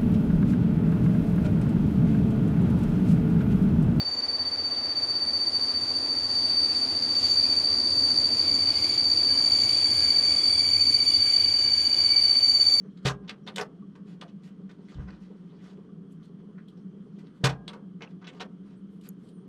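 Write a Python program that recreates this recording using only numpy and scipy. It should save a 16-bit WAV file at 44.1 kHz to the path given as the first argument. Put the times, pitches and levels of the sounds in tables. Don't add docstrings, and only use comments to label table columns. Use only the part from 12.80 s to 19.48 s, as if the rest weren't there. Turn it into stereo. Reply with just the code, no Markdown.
import sys
import numpy as np
from scipy import signal
from scipy.fft import rfft, irfft
from scipy.io import wavfile
from scipy.ndimage import uniform_filter1d, minimum_filter1d

SR = 44100
rng = np.random.default_rng(int(sys.argv[2]) if len(sys.argv) > 2 else 0)


def log_audio(samples):
    frames = np.atleast_2d(samples).T
    limited = np.clip(frames, -1, 1)
    pcm = np.round(limited * 32767).astype(np.int16)
    wavfile.write(sys.argv[1], SR, pcm)


N = 294588


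def amp(db):
    return 10 ** (np.asarray(db) / 20)


def evened(x):
    return x / np.sqrt(np.mean(x ** 2) + 1e-20)


def read(points, hz):
    f, value = np.transpose(points)
    return np.interp(np.log(hz + 1), np.log(f + 1), value)


def add(mix, s, sound):
    part = mix[..., round(s * SR):][..., :sound.shape[-1]]
    part += sound[..., :part.shape[-1]]


def ring(modes, t, strengths):
    hz, db, t60 = np.transpose(modes)[:, :, None]
    decay = amp(db - 60 * t / t60)
    return (strengths[:, None] * decay * np.sin(2 * np.pi * hz * t)).sum(0)


# start_s, drive_db, deep_boom_db (added to the modes below 100 Hz)
JOLT_EVENTS = [(0.252, -26.5, -15.5), (2.155, -44.5, -1.5), (2.185, -42.5, 5), (4.638, -22.5, -17.5)]
# pitch_hz, level_db (relative), t60_s
FRAME_MODES = [(43, -3, 0.24), (52, -1.5, 0.65), (64.4, 3, .4), (81.8, 4, 0.3), (134.2, 8, 0.28),
               (166.4, -3.5, 0.35), (288.3, -9.5, 0.3), (406, -21.5, 0.35), (471, -21, 0.28),
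               (586, -25.5, 0.61), (782, -32.5, 0.97), (1040, -29, 0.69), (1222, -29, 0.51),
               (1622, -32, 0.88)]


def jolts():
    out, t = np.zeros(N), np.arange(SR // 2) / SR
    deep = np.transpose(FRAME_MODES)[0] < 100
    build_up = 1 - np.exp(-t / 0.0016)
    for start_s, drive_db, deep_boom_db in JOLT_EVENTS:
        boom = ring(FRAME_MODES, t, amp(deep * deep_boom_db))
        add(out, start_s, amp(drive_db) * boom * build_up)
    out = signal.sosfilt(signal.butter(2, 38., "high", fs=SR, output="sos"), out)
    return out * amp([[.9], [-.9]])


# start_s, drive_db, contact_s, body_db, edge_db, focus_hz
SLIP_EVENTS = [(0.2484, -6, 0.058, -6.5, -15, 1410), (0.477, -20.5, 0.013, -6.5, -34, 3480),
               (0.498, -23.5, 0.02, -2, -36, 2410), (0.6644, -19, 0.029, 0.5, -16, 3780),
               (0.7654, -17, 0.033, -0.5, -16, 755), (0.7942, -24.5, 0.016, 6.5, -10, 1530),
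               (0.8103, -14.5, 0.0065, -4.5, -12.5, 573), (1.1532, -32, 0.011, 3.5, -14, 1110),
               (1.4187, -39, 0.012, 11.5, -44, 694), (1.477, -33, 0.024, -3, -18, 3220),
               (1.8905, -38.5, 0.016, 3, -13.5, 1630), (3.5836, -47, .022, 6.5, -35, 1090),
               (3.7767, -48, 0.018, 12.5, -26, 1820), (4.638, -5, 0.03, -6, -11, 1280),
               (4.6617, -10, 0.056, -1.5, -15.5, 732), (4.886, -26, 0.02, 5.5, -39, 1100),
               (4.9307, -24, 0.014, 4, -12.5, 1120), (5.2063, -32, 0.011, 9, -35, 2010),
               (5.215, -23, 0.028, 1, -21, 2740), (5.4104, -33.5, 0.031, 5, -29, 1200),
               (5.441, -30.5, 0.016, 1.5, -38, 2860), (5.4658, -24.5, 0.032, -0.5, -19.5, 2980),
               (5.5974, -21, 0.029, 2, -19, 3100)]
BLOW_LEAD_S = 64 / SR


def slips():
    out = np.zeros(N)
    for start_s, drive_db, contact_s, body_db, edge_db, focus_hz in SLIP_EVENTS:
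        add(out, start_s - BLOW_LEAD_S, blow(drive_db, body_db, edge_db, contact_s, [1.], focus_hz))
    return out


# start_s, drive_db, edge_db
CLINK_EVENTS = [(0.172, -43.5, -14), (0.4932, -18, -14), (0.7598, -18, -8), (0.7825, -23.5, -5.5),
                (1.4115, -29, -12.5), (1.9119, -42, -9), (3.8831, -46, -4), (4.4684, -42, -17.5),
                (4.8782, -16.5, -12), (6.2098, -43, -1), (6.4873, -44.5, 3.5)]
# pitch_hz, level_db (relative), t60_s
LINK_MODES = [(3870, -10.5, 0.087), (4970, -4.5, 0.055), (8700, 7, 0.089)]
CLINK_CONTACT_S, CLINK_RING_DB, CLINK_BODY_DB = 0.0053, -12.5, -8.5
BODY_PER_EDGE = -0.47


def clinks():
    out, t = np.zeros(N), np.arange(2048) / SR
    for start_s, drive_db, edge_db in CLINK_EVENTS:
        ringing = ring(LINK_MODES, t, rng.uniform(.6, 1, len(LINK_MODES)))
        steel = (t == 0) + amp(CLINK_RING_DB) * ringing / np.linalg.norm(ringing)
        body_db = CLINK_BODY_DB + BODY_PER_EDGE * edge_db
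        add(out, start_s - BLOW_LEAD_S, blow(drive_db, body_db, edge_db, CLINK_CONTACT_S, steel))
    return out


def blow(drive_db, body_db, edge_db, contact_s, steel, focus_hz=3500):
    u = np.arange(4096) / SR / contact_s
    hz = np.fft.rfftfreq(len(u), 1 / SR)
    grit = amp(3.0 * rng.exponential(1, len(u) // 32).repeat(32))
    swell = np.minimum(u / 0.16, 1) * np.exp(-u ** 4)
    rattle = rfft(np.roll(grit * rng.standard_normal(len(u)) * swell, 64))
    rattle /= np.sqrt(uniform_filter1d(np.abs(rattle) ** 2, size=60))
    focus = amp(3.56 * np.exp(-.5 * (np.log((hz + 1) / focus_hz) / 0.16) ** 2))
    return amp(drive_db) * irfft(rattle * rfft(steel, len(u)) * focus * tone(hz, body_db, edge_db))


def tone(hz, body_db, edge_db):
    body = [(200, body_db - 18.5), (330, body_db + 4.5), (410, body_db + 17),
            (600, body_db + 9.0), (1400, body_db + 8.0)]
    middle = [(3600, 3.0), (6000, -3.5)]
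    edge = [(10000, edge_db - 2.5), (13000, edge_db - 14.0), (15200, edge_db - 22.5)]
    return amp(read(body + middle + edge, hz))


# start_s, length_s, drive_db, edge_db
BRUSHES = [(0.41, 0.095, -75, -32), (1.242, 0.13, -63.5, -10.5), (1.602, 0.12, -66, -10.5),
           (2.066, 0.081, -68.5, -13), (2.171, 0.09, -74.5, -31.5), (2.265, .04, -67.5, -32),
           (2.32, .04, -65.5, -25.5), (2.392, 0.089, -69, -14), (2.792, 0.17, -68.5, -12.5),
           (3.298, 0.05, -75, -3), (3.405, 0.079, -73, -6), (3.965, 0.022, -72.5, -9),
           (4.378, 0.028, -68, -12), (4.525, 0.079, -75, -6.5), (5.279, 0.049, -67, -17.5),
           (5.516, 0.084, -62, -16.5), (5.819, 0.16, -70.5, -14), (6.075, 0.13, -78, -0.5),
           (6.219, 0.072, -65, -7.5), (6.365, 0.19, -73, 0.5)]
# time_s, drive_db
HAND_RUB = [(0, -102), (.6, -85.5), (1.5, -82), (1.95, -78), (2.15, -68.5), (2.6, -73.5), (2.9, -70.5),
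            (3.2, -89), (4.2, -86), (4.4, -80), (5.0, -94.5), (5.7, -80), (6.15, -85.5), (6.68, -85.5)]
HAND_EDGE_DB, RUB_BODY_DB = -14, -6


def rubbing():
    brushes = np.zeros(N)
    for start_s, length_s, drive_db, edge_db in BRUSHES:
        n = round(length_s * SR)
        add(brushes, start_s, amp(drive_db) * friction(n, edge_db) * signal.windows.tukey(n, .7))
    hand_gain = amp(np.interp(np.arange(N) / SR, *np.transpose(HAND_RUB)))
    return brushes + hand_gain * friction(N, HAND_EDGE_DB)


def friction(n, edge_db):
    grain = rng.standard_normal(n) * amp(2.0 * rng.exponential(1, n // 64 + 1).repeat(64)[:n])
    colour = tone(np.fft.rfftfreq(n, 1 / SR), RUB_BODY_DB + BODY_PER_EDGE * edge_db, edge_db)
    return irfft(rfft(evened(grain)) * colour, n)


# start_s, drive_db, pitch_hz
PING_EVENTS = [(.262, -39.5, 406), (.785, -49, 422.4), (1.024, -52, 1145), (1.445, -53, 690),
               (3.09, -61, 1165), (3.781, -63.5, 1435), (3.883, -63.5, 3340), (5.275, -50.5, 2690),
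               (6.211, -59, 2960), (6.2893, -38.5, 11800), (6.2908, -51.5, 6800)]
PING_T60_S, PING_T60_SLOPE = 0.12, -1.6


def pings():
    out, t = np.zeros(N), np.arange(8192) / SR
    for start_s, drive_db, pitch_hz in PING_EVENTS:
        t60_s = PING_T60_S * (pitch_hz / 1000) ** PING_T60_SLOPE
        ping = ring([(pitch_hz, drive_db, t60_s)], t, np.ones(1))
        add(out, start_s, ping * np.minimum(t * pitch_hz, 1))
    return out


# start_s, length_s, start_hz, drive_db
SQUEAK_EVENTS = [(0.632, 0.028, 5760, -72), (5.85, 0.042, 9500, -86), (5.96, .02, 8300, -81),
                 (5.977, 0.023, 9800, -80), (6.509, 0.095, 9400, -81), (6.553, .05, 8700, -80),
                 (6.59, .055, 9200, -81.5)]
SQUEAK_FALL = 0.0343


def squeaks():
    out = np.zeros(N)
    for start_s, length_s, start_hz, drive_db in SQUEAK_EVENTS:
        t = np.arange(0, length_s, 1 / SR)
        waver_hz = 450 * uniform_filter1d(rng.standard_normal(len(t)), 60)
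        hz = start_hz * (1 - SQUEAK_FALL * t / length_s) + waver_hz
        squeak = np.sin(2 * np.pi * np.cumsum(hz) / SR)
        add(out, start_s, amp(drive_db) * squeak * np.sin(np.pi * t / length_s))
    return out


# pitch_hz, left_right_db
PORT_TILT = [(60, 1), (150, 2), (380, 2.5), (950, 2.5), (2380, 3), (5980, 4), (15000, -5.5)]
# pitch_hz, lead_rad
PORT_LEAD = [(100, 0.4), (900, -0.85), (4000, -1.06), (12000, -1.85)]


def ports(hz, z, same):
    same = same[:, None]
    side = (amp(read(PORT_TILT, hz) / 2) * np.exp(.5j * read(PORT_LEAD, hz)))[:, None]
    right = same * z[0] + np.sqrt(1 - same ** 2) * z[1]
    return np.array([z[0] * side, right / side])


# pitch_hz, likeness (0 to 1)
ROOM_LIKENESS = [(300, .97), (1000, .85), (3000, .6), (12000, .55)]


def direct(x):
    hz, _, z = signal.stft(np.array([x, np.roll(x, 90)]), SR, nperseg=256)
    return signal.istft(ports(hz, z, np.sqrt(read(ROOM_LIKENESS, hz))), SR, nperseg=256)[1][:, :N]


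# pitch_hz, t60_s
GARAGE_DECAY = [(100, 0.33), (500, 0.48), (2000, 0.16), (6000, 0.099), (14000, 0.14)]


def garage(x):
    taps = np.zeros((2, SR // 2))
    at = np.arange(120, SR // 2 - 20, 10) + rng.integers(0, 10, (2, (SR // 2 - 131) // 10))
    np.put_along_axis(taps, at, rng.choice([-1., 1.], at.shape), 1)
    hz, t, z = signal.stft(taps, SR, nperseg=256)
    decay = amp(-60 * t / read(GARAGE_DECAY, hz)[:, None])
    tail = signal.istft(ports(hz, z, read(ROOM_LIKENESS, hz)) * decay, SR, nperseg=256)[1]
    return signal.fftconvolve(x[None], tail / np.linalg.norm(tail[0]), axes=1)[:, :N]


# pitch_hz, density_db (relative)
HUM_SPECTRUM = [(25, -35), (105, -27), (140, -15.5), (158, -9.5), (170, -1.5), (198, 2), (212, -10),
                (232, -15), (290, -14), (340, -20.5), (410, -18.5), (560, -36), (850, -44.5), (1200, -37),
                (2300, -53), (6000, -59.5), (11000, -74.5), (15500, -82)]
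# pitch_hz, width_hz (bell curve sigma), lift_db
HISS_STRIPES = [(3170, 230, 10), (4230, 29, 6.5), (9000, 600, 9.5)]
# pitch_hz, likeness (0 to 1)
HUM_LIKENESS = [(60, 1), (240, 0.97), (950, 0.83), (3770, 0.95), (15000, .3)]
HUM_RMS_DB = -45


def air():
    frames, hz = N // 1024 + 5, np.fft.rfftfreq(4096, 1 / SR)
    real, imaginary, patches = rng.standard_normal((frames, 2049, 2, 3)).T
    patches = uniform_filter1d(patches[0], 30, 0)
    patches = evened(uniform_filter1d(patches, size=3, axis=1))
    db = read(HUM_SPECTRUM, hz)
    for pitch_hz, width_hz, lift_db in HISS_STRIPES:
        db = db + lift_db * np.exp(-.5 * ((hz - pitch_hz) / width_hz) ** 2)
    z = ports(hz, real + 1j * imaginary, read(HUM_LIKENESS, hz))
    hum = signal.istft(z * amp(db[:, None] + 0.69 * patches), nperseg=4096, noverlap=3072)[1]
    return amp(HUM_RMS_DB) * evened(hum[:, :N])


def scene():
    near = clinks() + slips() + rubbing() + squeaks()
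    return jolts() + direct(near + pings()) + amp(-2.5) * garage(near) + air()


BLOCK_S, EDGE_HZ = .032, 15450


def record(dry):
    padded = np.pad(dry, [(0, 0), (511, 511)], "reflect")
    bass = signal.oaconvolve(padded, signal.firwin(1023, 350, fs=SR)[None], "valid")
    hz, t, z = signal.stft(dry - bass, SR, nperseg=256)
    starts = np.flatnonzero(np.diff((t - .004) // BLOCK_S, prepend=-2))
    sizes = np.diff(starts, append=len(t))
    now = uniform_filter1d((np.abs(z) ** 2).mean(0), 7, 0) + 1e-20
    power = np.add.reduceat(now, starts, 1) / sizes
    keep = .78
    recent = signal.lfilter([0, 1 - keep], [1, -keep], power, zi=power[:, :1])[0]
    open_db = np.clip(2.19 * (10 * np.log10(power / recent) + 0.34), 0, 15.)
    open_db *= np.clip(hz / 600, 0, 1)[:, None]
    open_db = np.maximum(open_db, .4 * np.roll(open_db, 1, 1))
    arrived_db = 0.72 + 10 * np.log10(now / np.repeat(recent, sizes, 1))
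    arrived_db = -minimum_filter1d(-arrived_db, size=25, axis=1, origin=11)
    gain = amp(np.minimum(np.repeat(open_db, sizes, 1), np.maximum(arrived_db, 0)))
    out = bass + signal.istft(z * gain, SR, nperseg=256)[1][:, :N]
    band_limit = signal.firwin(511, EDGE_HZ, window=("kaiser", 9), fs=SR)
    return signal.oaconvolve(out, band_limit[None], "same")


dry = scene()
out = record(dry)
log_audio(out)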